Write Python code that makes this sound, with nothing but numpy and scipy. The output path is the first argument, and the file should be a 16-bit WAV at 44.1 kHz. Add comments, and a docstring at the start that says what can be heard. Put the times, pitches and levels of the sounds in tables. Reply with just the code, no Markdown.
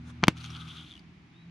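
"""Squeezing a bottle into a bicycle valve

Outdoors, fingers rub on a small plastic bottle, its nozzle on the valve of a bicycle wheel. The wall buckles
with sharp snaps, then liquid and air sputter through the nozzle: a hiss and a quick train of bubbles that slows
to single pops. A distant engine hums and fades, and near the end its fourth tone swells again and a faint
whistle is heard."""
import sys
import numpy as np
from scipy import signal
from scipy.fft import rfft, irfft
from scipy.io import wavfile

SR = 44100
rng = np.random.default_rng(int(sys.argv[2]) if len(sys.argv) > 2 else 0)


def store_pcm(level_fs):
    """Save levels as 16-bit WAV."""
    pcm = np.round(np.clip(level_fs, -1, 1) * 32767).astype(np.int16)
    wavfile.write(sys.argv[1], SR, np.atleast_2d(pcm).T)


N = 66150
TIME = np.arange(N) / SR
PITCH_SPREAD, SIZE_SPREAD_DB = 0.048, 3  # how much one bubble differs from the next

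# how fast bubbles leave the nozzle: (time [s], rate [bubbles per s])
BUBBLES_PER_S = [(0.35, 264), (0.6, 321), (0.74, 230), (0.86, 225), (0.89, 195)]


def from_db(db):
    """Turn decibels into a number to multiply a sound by."""
    return 10 ** (np.asarray(db) / 20)


def curve(rows, at=TIME, column=1):
    """Read one column of a table, joining its points with straight lines in time."""
    rows = np.array(rows)
    return np.interp(at, rows[:, 0], rows[:, column])


def pan(db):
    """Left and right gains that make the left side louder by db."""
    return from_db(np.array([[db], [-db]]) / 2)


def decay(start, fade_s):
    """Jump to 1 and die away; a fade time is how long a drop of 60 dB takes."""
    age = TIME - start
    return (age >= 0) * np.exp(-np.minimum(np.log(1000) * np.abs(age) / fade_s, 40))


def ring(start, hz, db, fade_s):
    """One pure note that starts suddenly and dies away."""
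    return from_db(db) * decay(start, fade_s) * np.sin(2 * np.pi * hz * (TIME - start))


def noise(colour, alike):
    """Stereo noise of strength 1, shaped by a colour table; alike (0 to 1) is how well the sides match."""
    hz, db = np.transpose(colour)
    freqs = np.maximum(np.fft.rfftfreq(N, 1 / SR), 1)
    gain = from_db(np.interp(np.log(freqs), np.log(hz), db))
    gain *= np.minimum(freqs / hz[0], 1) * np.minimum(hz[-1] / freqs, 1) ** 4  # fade past the table's ends
    mid, side = irfft(rfft(rng.standard_normal((2, N))) * gain, N)
    stereo = np.sqrt(1 + alike) * mid + np.sqrt(1 - alike) * side * np.array([[1], [-1]])
    return stereo / stereo.std()


def drift(per_s):
    """A random wobble of size about 1 that heads for a new value per_s times a second."""
    return np.interp(TIME * per_s, np.arange(N), rng.standard_normal(N))


def tone(hz):
    """A pure tone of strength 1 that follows a changing pitch."""
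    return np.sqrt(2) * np.sin(2 * np.pi * (np.cumsum(hz) / SR + rng.random()))


def engine(firing_hz=40.25, wander=0.006):
    """A distant engine hums at whole multiples of the rate at which it fires."""
    # the two lower tones: (multiple of the firing rate, base level [dB])
    low_tones = [(2, -53), (3, -50)]
    # how those two swell and fade: (time [s], added level [dB])
    low_swell = [(0, -1.5), (0.2, 1.5), (0.48, 3.5), (0.7, -2.5), (0.85, -10), (1.0, -20), (1.5, -13)]
    # the tones at 4 and 6 times the firing rate: (time [s], fourth's level [dB], sixth's level [dB])
    high_levels = [(0, -51, -51), (0.18, -53.5, -51.5), (0.36, -49, -56), (0.48, -47, -54.5),
                   (0.75, -51, -59.5), (0.9, -57, -66.5), (1.05, -64, -76), (1.5, -74, -70)]
    firing = firing_hz * (1 + wander * drift(8))
    low = sum(from_db(db) * tone(multiple * firing) for multiple, db in low_tones)
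    fourth = from_db(curve(high_levels)) * tone(4 * firing)
    sixth = from_db(curve(high_levels, column=2)) * tone(6 * firing)
    return from_db(curve(low_swell)) * low + fourth + sixth


def outdoors():
    """A low rumble and a soft, far hiss lie under everything."""
    # colour of the rumble: (frequency [Hz], relative level [dB])
    rumble_colour = [(20, -31), (45, -10), (80, 0), (110, -4.5), (170, 3.5), (240, -7.5), (320, -5),
                     (420, -20), (600, -52.5)]
    # loudness of the rumble: (time [s], level [dB])
    rumble_level = [(0, -53.5), (0.6, -53.5), (0.9, -54), (1.1, -55), (1.5, -59)]
    # colour of the far hiss: (frequency [Hz], relative level [dB])
    air_colour = [(200, -2.5), (550, -3), (800, 4), (1500, 0), (2200, 5), (3500, -3.5), (5000, -9.5),
                  (6500, -15), (8000, -25), (10500, -28.5), (12500, -38.5), (20000, -47)]
    # loudness of the far hiss: (time [s], level [dB])
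    air_level = [(0, -62), (0.15, -60.5), (0.35, -59.5), (1.0, -62), (1.2, -64), (1.42, -63), (1.5, -63.5)]
    rumble = from_db(curve(rumble_level)) * noise(rumble_colour, alike=0.93)
    return rumble + from_db(curve(air_level)) * noise(air_colour, alike=0.17)


def fingers():
    """The grip slides briefly on the plastic."""
    # loudness of the rubbing: (time [s], level [dB])
    level = [(0.03, -76), (0.08, -57.5), (0.092, -58), (0.103, -52.5), (0.125, -72.5), (0.2, -83)]
    # colour of the rubbing: (frequency [Hz], relative level [dB])
    colour = [(400, -5.5), (900, -6), (1450, 0.5), (2200, -13), (3200, -9), (3600, -5), (4600, -17),
              (6300, -10), (7400, -21), (9800, -20), (14000, -44)]
    return from_db(curve(level)) * noise(colour, alike=0.49) * (TIME < level[-1][0])


def wall(start):
    """The wall rings with several notes; neighbours swing opposite ways, and each has its own direction."""
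    # the wall's notes: (pitch [Hz], relative level [dB], fade time [s], left over right [dB], left lag [s])
    notes = [(635, -17, .014, 3, .00011), (1190, -2.5, 0.0039, 3.5, .00006), (2250, -6, 0.0065, 0, .00002),
             (3247, -12, 0.0097, -1, 0), (4485, -14, 0.006, 2.5, -.000005),
             (6200, -17, 0.0042, 1.5, -.000015), (7500, -22.5, 0.0054, 2, -.00002),
             (9570, -21, 0.0037, 3, .00001), (11800, -31, .005, 5, -.000015)]
    out = 0
    for k, (hz, db, fade_s, pan_db, lag_s) in enumerate(notes):
        sides = np.array([ring(start + lag_s, hz, db, fade_s), ring(start, hz, db, fade_s)])
        out += (-1) ** (k + 1) * pan(pan_db) * sides
    return out


def thump(start, hz=179, lag_s=0.0023):
    """The wall swings through once, pushing the air, and the whole bottle rings on briefly."""
    # the bottle's low notes: (pitch [Hz], relative level [dB], fade time [s])
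    notes = [(168, -15.5, .07), (213, -16, 0.023), (310, -12.5, 0.052)]
    spread = np.minimum((np.pi * hz * (TIME - start - lag_s)) ** 2, 40)
    push = (2 * spread - 1) * np.exp(-spread)  # one dip between two small bumps
    return push - sum(ring(start + lag_s / 2, *note) for note in notes)


def snaps():
    """Each buckle cracks the wall, thumps the bottle and echoes off the wheel and the yard."""
    # the buckles: (time [s], crack gain [dB], treble limit [Hz], thump gain [dB], left over right [dB])
    buckles = [(0.227, -36, 7130, -39, 2), (0.2321, -9, 1500, -19.5, 2.5), (0.2381, -2, 6380, -23, 1.5),
               (0.2711, -28.5, 10000, -34.5, 0), (0.2818, 3, 11940, -9, 0)]
    # colour of the echoes: (frequency [Hz], relative level [dB])
    echo_colour = [(300, 5.5), (600, -3), (1300, -3), (1800, -4), (2700, -2), (4000, -10), (6500, -17),
                   (9000, -26.5), (14000, -38)]
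    early, late = noise(echo_colour, alike=0.99), noise(echo_colour, alike=0.55)
    out = 0
    for start, crack_db, treble_hz, thump_db, pan_db in buckles:
        echoes = from_db(-19.5) * early * decay(start, fade_s=0.028)
        echoes += from_db(-37.5) * late * decay(start, fade_s=0.11)
        soften = signal.butter(4, treble_hz, fs=SR, output="sos")
        crack = signal.sosfilt(soften, wall(start) * pan(pan_db) + echoes)
        out += from_db(crack_db) * crack + from_db(thump_db) * thump(start)
    return out


def bubble_train(until_s, hz=3306, fade_s=0.0073, gap_spread=0.064):
    """Bubbles leave the nozzle almost evenly: (time [s], level [dB], pitch [Hz], fade time [s])."""
    # typical strength of a bubble: (time [s], level [dB])
    level = [(0.35, -56), (0.43, -60), (0.447, -32), (0.48, -47), (0.535, -38.5), (0.56, -31.5),
             (0.585, -44), (0.612, -32), (0.64, -48), (0.675, -43), (0.695, -29.5), (0.76, -43),
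             (0.785, -31.5), (0.86, -43), (0.905, -39)]
    bubbles, start = [], BUBBLES_PER_S[0][0]
    for gap, size, pitch in rng.standard_normal(size=(300, 3)):
        if start > until_s - 1 / BUBBLES_PER_S[-1][1]:
            break
        db = curve(level, start) + SIZE_SPREAD_DB * size
        bubbles.append((start, db, hz * np.exp(PITCH_SPREAD * pitch), fade_s))
        start += np.exp(gap_spread * gap) / curve(BUBBLES_PER_S, start)
    return bubbles


def froth(count=5, spread_s=0.0051, fade_s=0.006):
    """Each spit is a cluster of small bubbles: (time [s], level [dB], pitch [Hz], fade time [s])."""
    # the middle of each cluster: (time [s], level [dB], pitch [Hz])
    spits = [(0.37, -47, 5860), (0.378, -51, 3950), (0.406, -41, 4700), (0.415, -42, 2700),
             (0.438, -38.5, 6050), (0.45, -34, 3800), (0.456, -42, 6100), (0.508, -40.5, 5460),
             (0.558, -38.5, 4430), (0.615, -55, 5440), (0.681, -53, 5430)]
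    return [(start + spread_s * when, db + SIZE_SPREAD_DB * size, hz * np.exp(PITCH_SPREAD * pitch), fade_s)
            for start, db, hz in spits for when, size, pitch in rng.standard_normal(size=(count, 3))]


def squirt(attack_s=0.0006, rise_per_s=5, spray_fade_s=0.0055, gush_s=0.0021, pulsing=0.55):
    """Each bubble bursts and rings with rising pitch; the hiss and the hollow bottle throb in step."""
    # the last single pops: (time [s], level [dB], pitch [Hz], fade time [s])
    pops = [(0.8945, -40, 3197, 0.0081), (0.8995, -42, 3580, 0.0092), (0.9045, -38, 3450, 0.009),
            (0.9102, -33, 3500, .009), (0.9175, -32, 3520, .009), (0.9255, -37.5, 3310, .015),
            (0.9377, -37.5, 3250, .018), (0.9533, -37, 3250, 0.014), (0.9655, -44, 2920, 0.02),
            (0.977, -44, 2910, 0.026), (0.9932, -49, 4740, 0.023)]
    # hiss of the flow through the nozzle: (time [s], level before throbbing [dB])
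    flow_level = [(0.34, -78), (0.372, -58.5), (0.425, -58.5), (0.447, -53.5), (0.485, -56.5),
                  (0.56, -56.5), (0.65, -58.5), (0.76, -55.5), (0.85, -61.5), (0.95, -59.5), (1.0, -62),
                  (1.06, -110)]
    # colour of that hiss: (frequency [Hz], relative level [dB])
    hiss_colour = [(600, -24.5), (800, -11), (1700, -13), (2400, 2), (3900, 2), (5000, -8), (6200, -7),
                   (7500, -19), (9800, -14), (11500, -29.5), (13500, -24), (15000, -43.5)]
    # the hollow bottle sounding along with the flow: (time [s], level before throbbing [dB])
    hollow_level = [(0.35, -63), (0.42, -60.5), (0.58, -54), (0.68, -58.5), (0.78, -57.5), (0.87, -69),
                    (1.0, -76)]
    # colour of the hollow sound: (frequency [Hz], relative level [dB])
    hollow_colour = [(600, -37.5), (770, -7.5), (950, -15.5), (1230, 3.5), (1480, 0.5), (1750, -18.5),
                     (2600, -43)]
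    first_pop_s = pops[0][0]
    age = TIME[:1500]  # the life of one bubble
    swell = 1 - np.exp(-(age / attack_s) ** 2)
    rings, spray, gush = np.zeros((3, N))
    for start, db, hz, fade_s in bubble_train(first_pop_s) + froth() + list(pops):
        span = slice(int(start * SR), int(start * SR) + len(age))
        phase = 2 * np.pi * hz * age * (1 + rise_per_s * age / 2)
        rings[span] += from_db(db) * swell * np.exp(-np.log(1000) * age / fade_s) * np.sin(phase)
        spray_db = -15 if start >= first_pop_s else -21.5  # single pops spray more
        spray[span] += from_db(db + spray_db) * swell * np.exp(-np.log(1000) * age / spray_fade_s)
        gush[span] += np.exp(-age / gush_s) / (gush_s * curve(BUBBLES_PER_S, start))
    throb = 1 - pulsing + pulsing * gush
    hiss = (from_db(curve(flow_level)) * throb + spray) * noise(hiss_colour, alike=0.63)
    hollow = from_db(curve(hollow_level)) * throb * noise(hollow_colour, alike=0.58)
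    return (rings + hiss) * pan(db=2) + hollow * pan(db=5.5)


def late_hum(hz=166, waver=0.015):
    """The engine's tone at four times its firing rate swells again near the end, wavering."""
    # loudness of the hum: (time [s], level [dB])
    level = [(1.0, -79.5), (1.12, -59.5), (1.27, -69.5), (1.42, -56.5), (1.47, -48.5), (1.5, -49)]
    return from_db(curve(level)) * tone(hz * (1 + waver * drift(19)))


def whistle(lower_hz=2540, flicker_db=3):
    """Two faint whistling tones flicker, the upper one rising in pitch."""
    # path of the upper tone: (time [s], pitch [Hz], level [dB])
    path = [(1.32, 3450, -91), (1.355, 3570, -64.5), (1.39, 3840, -70.5), (1.42, 3920, -70),
            (1.47, 3780, -83)]
    upper = tone(curve(path) * (1 + 0.02 * drift(400)))
    lower = from_db(-7.5) * tone(lower_hz * (1 + 0.03 * drift(360)))
    loudness = from_db(curve(path, column=2) + flicker_db * drift(150))
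    return (upper + lower) * loudness * (TIME > path[0][0])


def scene():
    """The bottle close by, the yard around it."""
    return snaps() + squirt() + fingers() + whistle() + engine() + late_hum() + outdoors()


def record(dry, bass_hz=28, treble_hz=12800, top_hz=20000):
    """Deep bass is lost, the loudest snap overloads, the high treble softens and the very top is cut."""
    cut_bass = signal.butter(2, bass_hz, "high", fs=SR, output="sos")
    soften_treble = signal.butter(6, treble_hz, fs=SR, output="sos")
    cut_top = signal.cheby2(12, 70, top_hz, fs=SR, output="sos")
    clipped = np.clip(signal.sosfilt(cut_bass, dry), -1, 1)
    return signal.sosfilt(cut_top, signal.sosfilt(soften_treble, clipped))


dry = scene()
out = record(dry)
store_pcm(out)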